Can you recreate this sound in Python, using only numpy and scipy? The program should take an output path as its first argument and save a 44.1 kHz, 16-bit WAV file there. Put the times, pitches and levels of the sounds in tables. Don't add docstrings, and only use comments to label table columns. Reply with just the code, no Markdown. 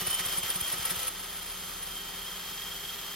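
import sys
import numpy as np
from scipy import signal
from scipy.fft import rfft, irfft
from scipy.io import wavfile

SR = 44100
rng = np.random.default_rng(int(sys.argv[2]) if len(sys.argv) > 2 else 0)


def master_out(mix):
    frames = np.transpose(np.atleast_2d(mix))
    ceiling = np.clip(frames, -1, 1)
    pcm = np.round(ceiling * 32767).astype(np.int16)
    wavfile.write(sys.argv[1], SR, pcm)


N = 138915

# time_s, pitch_hz
WHINE_PITCH = [(0, 2990), (.035, 2950), (.07, 3065), (.13, 3108), (.19, 3135), (.3, 3170), (.5, 3195),
               (.7, 3205), (1.1, 3200), (1.6, 3195), (2.0, 3180), (2.3, 3225), (3.15, 3213)]
# time_s, level_db
WHINE_LEVEL = [(0, -45), (.12, -39.5), (.2, -32.5), (.28, -38.5), (.48, -39), (.66, -39.5), (.9, -44),
               (1.04, -46.5), (1.12, -51.5), (1.85, -51.5), (1.97, -45), (2.15, -48), (2.3, -45),
               (2.42, -47.5), (2.66, -43.5), (3.15, -46.5)]
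# time_s, level_db
SQUEAL_LEVEL = [(0, -61), (1.07, -47), (1.15, -40), (2.05, -42.5), (2.55, -45), (2.8, -53), (3.15, -54)]
# multiple, level_db, left_right_phase_rad
OVERTONES = [(2, -55.5, 1.84), (4, -57.5, .3)]
# time_s, level_db
GROWL_LEVEL = [(0, -53.5), (.4, -55), (.7, -54.5), (1.07, -50), (1.12, -60), (3.15, -69)]
# start_s, strength_db
CYCLES = [(.021, 2), (.204, -1), (.382, -1), (.560, 0.5), (.737, 0), (.914, -0.5), (1.092, -12)]
# centre_s, half_length_s, squeal_db (before trim),
# pitch_sag_share
DRAGS = [(0.017, 0.0083, -36, 0.0048), (.074, .006, -25.5, .018), (0.108, 0.0066, -27.5, 0.011),
         (.148, 0.0093, -25, .013), (0.202, 0.0072, -26.5, 0.026), (.259, 0.0053, -26, .017),
         (0.288, 0.0036, -40, 0.0044), (.329, 0.0056, -30, 0.015), (0.383, .008, -26, .045),
         (0.436, 0.0039, -27, .02), (0.504, 0.0073, -28, 0.0097), (0.56, .008, -29, 0.041),
         (.611, 0.0042, -27.5, .018), (.681, 0.00514, -28.5, .014), (0.732, .009, -28.5, .045),
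         (.788, .004, -29.5, 0.01804), (.828, 0.0038, -38, .003), (.858, .005, -24.5, 0.013),
         (0.91, .009, -27.5, 0.042), (0.962, .004, -33, 0.0084), (0.999, 0.0051, -40, 0.0028),
         (1.034, 0.00497, -25.5, .015), (1.08, .007, -27.5, .01)]
# delay_s, half_length_s, signed_pressure (full scale 1),
# ring_hz, ring_t60_s, ring_db
PUFFS = [(.0005, 0.0016, -0.013, 178, 0.26, -45.5), (0.06, 0.002, 0.01, 67.5, 0.088, -45.5)]
# pitch_hz, level_db
DRONE_TONES = [(37.7, -61.5), (75.4, -67), (161.5, -66), (183.0, -62), (398.4, -63.5)]
# time_s, change_db
DEEP_DRONE = [(0, 0), (1.7, 1), (2.7, 0), (3.15, -8)]
# time_s, depth_share
WOBBLE_DEPTH = [(1.1, .35), (1.8, .45), (2.3, .8), (2.6, 1.05), (3.15, .9)]
# freq_hz, density_db
AIR_COLOUR = [(25, -22), (40, 0), (100, -4), (300, -5), (600, -5.5), (1000, -1), (2500, -2), (3400, -2.5),
              (4200, -3.5), (5600, -9), (8000, -8), (8700, -21), (9400, -8), (10500, -9.5), (12500, -5.5),
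              (14000, -6.5), (16000, -14.5)]
# time_s, change_db
AIR_TREBLE = [(0, -3), (1.5, -0.5), (2.2, -.5), (2.6, 1), (3.15, 1)]
# freq_hz, density_db
RATTLE_COLOUR = [(25, -34), (120, -7), (300, -8), (500, -1.5), (1200, -0.5), (2600, 2), (3500, 1.5),
                 (5000, -4), (7000, -6), (8000, -4), (8700, -13.5), (9400, 0), (10500, -5), (12500, 0),
                 (14000, -1.5), (16000, -11)]
# centre_s, half_length_s, level_db
RASPS = [(0.206, 0.013, -38.5), (0.471, 0.0083, -42), (0.739, 0.0084, -38.5), (0.921, 0.01, -39.5)]
# freq_hz, density_db
RASP_COLOUR = [(300, -13), (700, -9), (1300, -4), (2200, 4), (3000, -8), (6300, -5), (9000, -18),
               (16000, -22)]
# freq_hz, width_hz, boost_db
CASE = [(370, 69, 3.5), (515, 48, 3), (787, 27, 3), (1266, 180, 3.5), (1891, 24, 7.5), (1977, 18, 3.5),
        (3075, 170, 5), (3490, 174, 5), (4430, 220, 4.5), (5180, 415, 8), (6220, 130, 3.5),
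        (12200, 200, 3.5), (12600, 200, 2)]
# freq_hz, side_to_mid_db
WIDTH = [(60, -14), (200, -13.5), (400, -6.5), (700, -5), (1300, -8), (1900, -9), (2300, -23), (2900, -5.5),
         (5100, -7), (5800, -1.5), (6700, -6), (7500, 2), (8700, 16), (9500, 8), (10500, 0), (12000, -2.5),
         (15000, -17)]

RELEASE_S, RELEASE_FALL_S = 1.091, 0.0043
WHINE_PHASE_RAD, SQUEAL_PHASE_RAD, GROWL_PHASE_RAD = 0.57, -2.52, -0.78
GROWL_RATIO = .4115
CHOKE_DELAY_S, CHOKE_S, CHOKE_DB = .002, 0.027, -7
SAG_LAG, SAG_STRETCH = 2.13, 1.15
SAG_FADE_DB = 93
SQUEAL_TRIM_DB, DRAG_SQUEAL_TRIM_DB = -3, -2.5
JITTER, FLUTTER = 0.001995, 0.34
WOBBLE_HZ, WOBBLE_AT_S, WOBBLE_LEAD_S = 22.39, 2.677, -.002
WOBBLE_SAG, WOBBLE_DB, WHINE_WAVER_DB = .032, 3, 0.77
SLACK_DELAY_S, SLACK_S, SLACK_RATTLE_DB = 0.033, 0.017, -3.5
AIR_DB, RATTLE_DB, DRAG_RATTLE_DB = -42, -38, 2.5
GRIT_DB = 1.75
MUFFLER_HZ, MUFFLER_T60_S, MUFFLER_DB = 367, 0.32, -48.5
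DRONE_DB, DRONE_LOADED_DB, DRONE_WAVER_HZ = 1.5, -4.5, 2.16
TOP_HZ = 15850


def undb(db):
    return 10 ** (np.asarray(db) / 20)


def unit(x):
    return x / np.sqrt(np.mean(x ** 2))


def clock():
    return np.arange(N) / SR


def curve(rows):
    return np.interp(clock(), *np.array(rows).T)


def walk(hz):
    f = np.fft.rfftfreq(N, 1 / SR)
    return unit(irfft(rfft(rng.standard_normal(N)) * np.exp(-.5 * (f / hz) ** 2), N))


def colour(x, points):
    f = np.fft.rfftfreq(N, 1 / SR)
    hz, db = np.array(points).T
    gain = undb(np.interp(np.log(f + 1), np.log(hz), db))
    return irfft(rfft(x) * gain, N)


def bump(at, half):
    return np.exp(-.5 * ((clock() - at) / half) ** 2)


def each_cycle(delay, half):
    return sum(bump(at + delay, half) for at, _ in CYCLES)


def ring(at, hz, t60):
    age = np.maximum(clock() - at, 0)
    return np.sin(2 * np.pi * hz * age) * np.exp(-np.log(1000) * age / t60)


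def tone(phase, lead):
    return np.sqrt(2) * np.sin(phase + np.array([[lead], [-lead]]) / 2)


def flutter():
    return 1 + FLUTTER * walk(87)


def wobble(lead):
    return np.cos(2 * np.pi * WOBBLE_HZ * (clock() + lead - WOBBLE_AT_S) + 0.33 * walk(4.8))


def rush(points):
    f = np.fft.rfftfreq(N, 1 / SR)
    case = undb(sum(db / (1 + (2 * (f - hz) / width) ** 2) for hz, width, db in CASE))
    grit = undb(GRIT_DB * walk(1400))

    def layer():
        ringing = irfft(rfft(grit * rng.standard_normal(N)) * case, N)
        return unit(colour(ringing, points))

    mid = layer()
    side = colour(layer(), WIDTH)
    return mid + side * np.array([[1], [-1]])


def drone(load):
    out = np.zeros(N)
    for k, (hz, db) in enumerate(DRONE_TONES):
        phase = 2 * np.pi * np.cumsum(hz + DRONE_WAVER_HZ * walk(15)) / SR
        level_db = DRONE_DB + db + 2.14 * walk(7.3)
        if k > 0:
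            level_db = level_db + DRONE_LOADED_DB * load
        if k < 2:
            level_db = level_db + curve(DEEP_DRONE)
        out += undb(level_db) * np.sqrt(2) * np.sin(phase)
    return out


def fan(treble_hz=4000):
    air = undb(AIR_DB + 0.22 * wobble(0) + .3 * walk(22)) * rush(AIR_COLOUR)
    highpass = signal.butter(1, treble_hz, "high", fs=SR, output="sos")
    treble = signal.sosfilt(highpass, air)
    return air + (undb(curve(AIR_TREBLE)) - 1) * treble


def valves():
    out = np.zeros(N)
    for at, strength_db in CYCLES:
        air = undb(MUFFLER_DB) * ring(at, MUFFLER_HZ, MUFFLER_T60_S)
        for delay, half, pressure, hz, t60, ring_db in PUFFS:
            u = (clock() - at - delay) / half
            pulse = pressure * (1 - u ** 2) * np.exp(-u ** 2 / 2)
            hollow = -np.sign(pressure) * undb(ring_db) * ring(at + delay + half, hz, t60)
            air = air + pulse + hollow
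        out += undb(strength_db) * air
    return out


def gear_noise(load, slack):
    push_db = DRAG_RATTLE_DB * sum(bump(at, 1.05 * half) for at, half, _, _ in DRAGS)
    rattle_db = RATTLE_DB + push_db + SLACK_RATTLE_DB * slack + 1.44 * walk(33)
    rattle = load * undb(rattle_db) * rush(RATTLE_COLOUR)
    rasp = sum(undb(db) * bump(at, half) for at, half, db in RASPS) * rush(RASP_COLOUR)
    return rattle + rasp


def gear_whine(load):
    sag = sum(share * bump(at + SAG_LAG * half, half * SAG_STRETCH) for at, half, _, share in DRAGS)
    free = (1 - load) * curve(WOBBLE_DEPTH)
    bind = free * ((1 - wobble(WOBBLE_LEAD_S)) / 2) ** 2 * (1 + 0.345 * walk(29.5))
    jitter = JITTER * (1 + 2 * bind) * walk(113)
    hz = curve(WHINE_PITCH) * (1 - sag - WOBBLE_SAG * bind + jitter)
    phase = 2 * np.pi * np.cumsum(hz) / SR

    choke_db = CHOKE_DB * each_cycle(CHOKE_DELAY_S, CHOKE_S)
    free_db = free * (WOBBLE_DB * wobble(0) + WHINE_WAVER_DB * walk(15))
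    whine = undb(curve(WHINE_LEVEL) + choke_db - SAG_FADE_DB * sag + free_db) * flutter()

    drags = sum(undb(db) * bump(at, half) for at, half, db, _ in DRAGS) * (1 + 0.36 * walk(420))
    steady = undb(curve(SQUEAL_LEVEL) + SQUEAL_TRIM_DB + 2.5 * walk(25) - 3.7 * bind)
    squeal = (steady + drags * undb(DRAG_SQUEAL_TRIM_DB)) * flutter()

    overtones = sum(undb(db + 5.5 * load) * flutter() * tone(k * phase, lead) for k, db, lead in OVERTONES)
    growl = undb(curve(GROWL_LEVEL) + 3.6 * walk(30)) * tone(GROWL_RATIO * phase, GROWL_PHASE_RAD)
    pair = whine * tone(phase, WHINE_PHASE_RAD) + squeal * tone(3 * phase, SQUEAL_PHASE_RAD)
    return pair + overtones + growl


def scene(bass_pan_db=3.0):
    load = .5 - .5 * np.tanh((clock() - RELEASE_S) / RELEASE_FALL_S)
    slack = load * each_cycle(SLACK_DELAY_S, SLACK_S)
    pan = undb(np.array([[bass_pan_db], [-bass_pan_db]]) / 2)
    bass = (drone(load) + valves()) * pan
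    return bass + fan() + gear_noise(load, slack) + gear_whine(load)


def record(dry):
    lowpass = signal.ellip(10, .2, 80, TOP_HZ, fs=SR, output="sos")
    return signal.sosfilt(lowpass, dry)


dry = scene()
out = record(dry)
master_out(out)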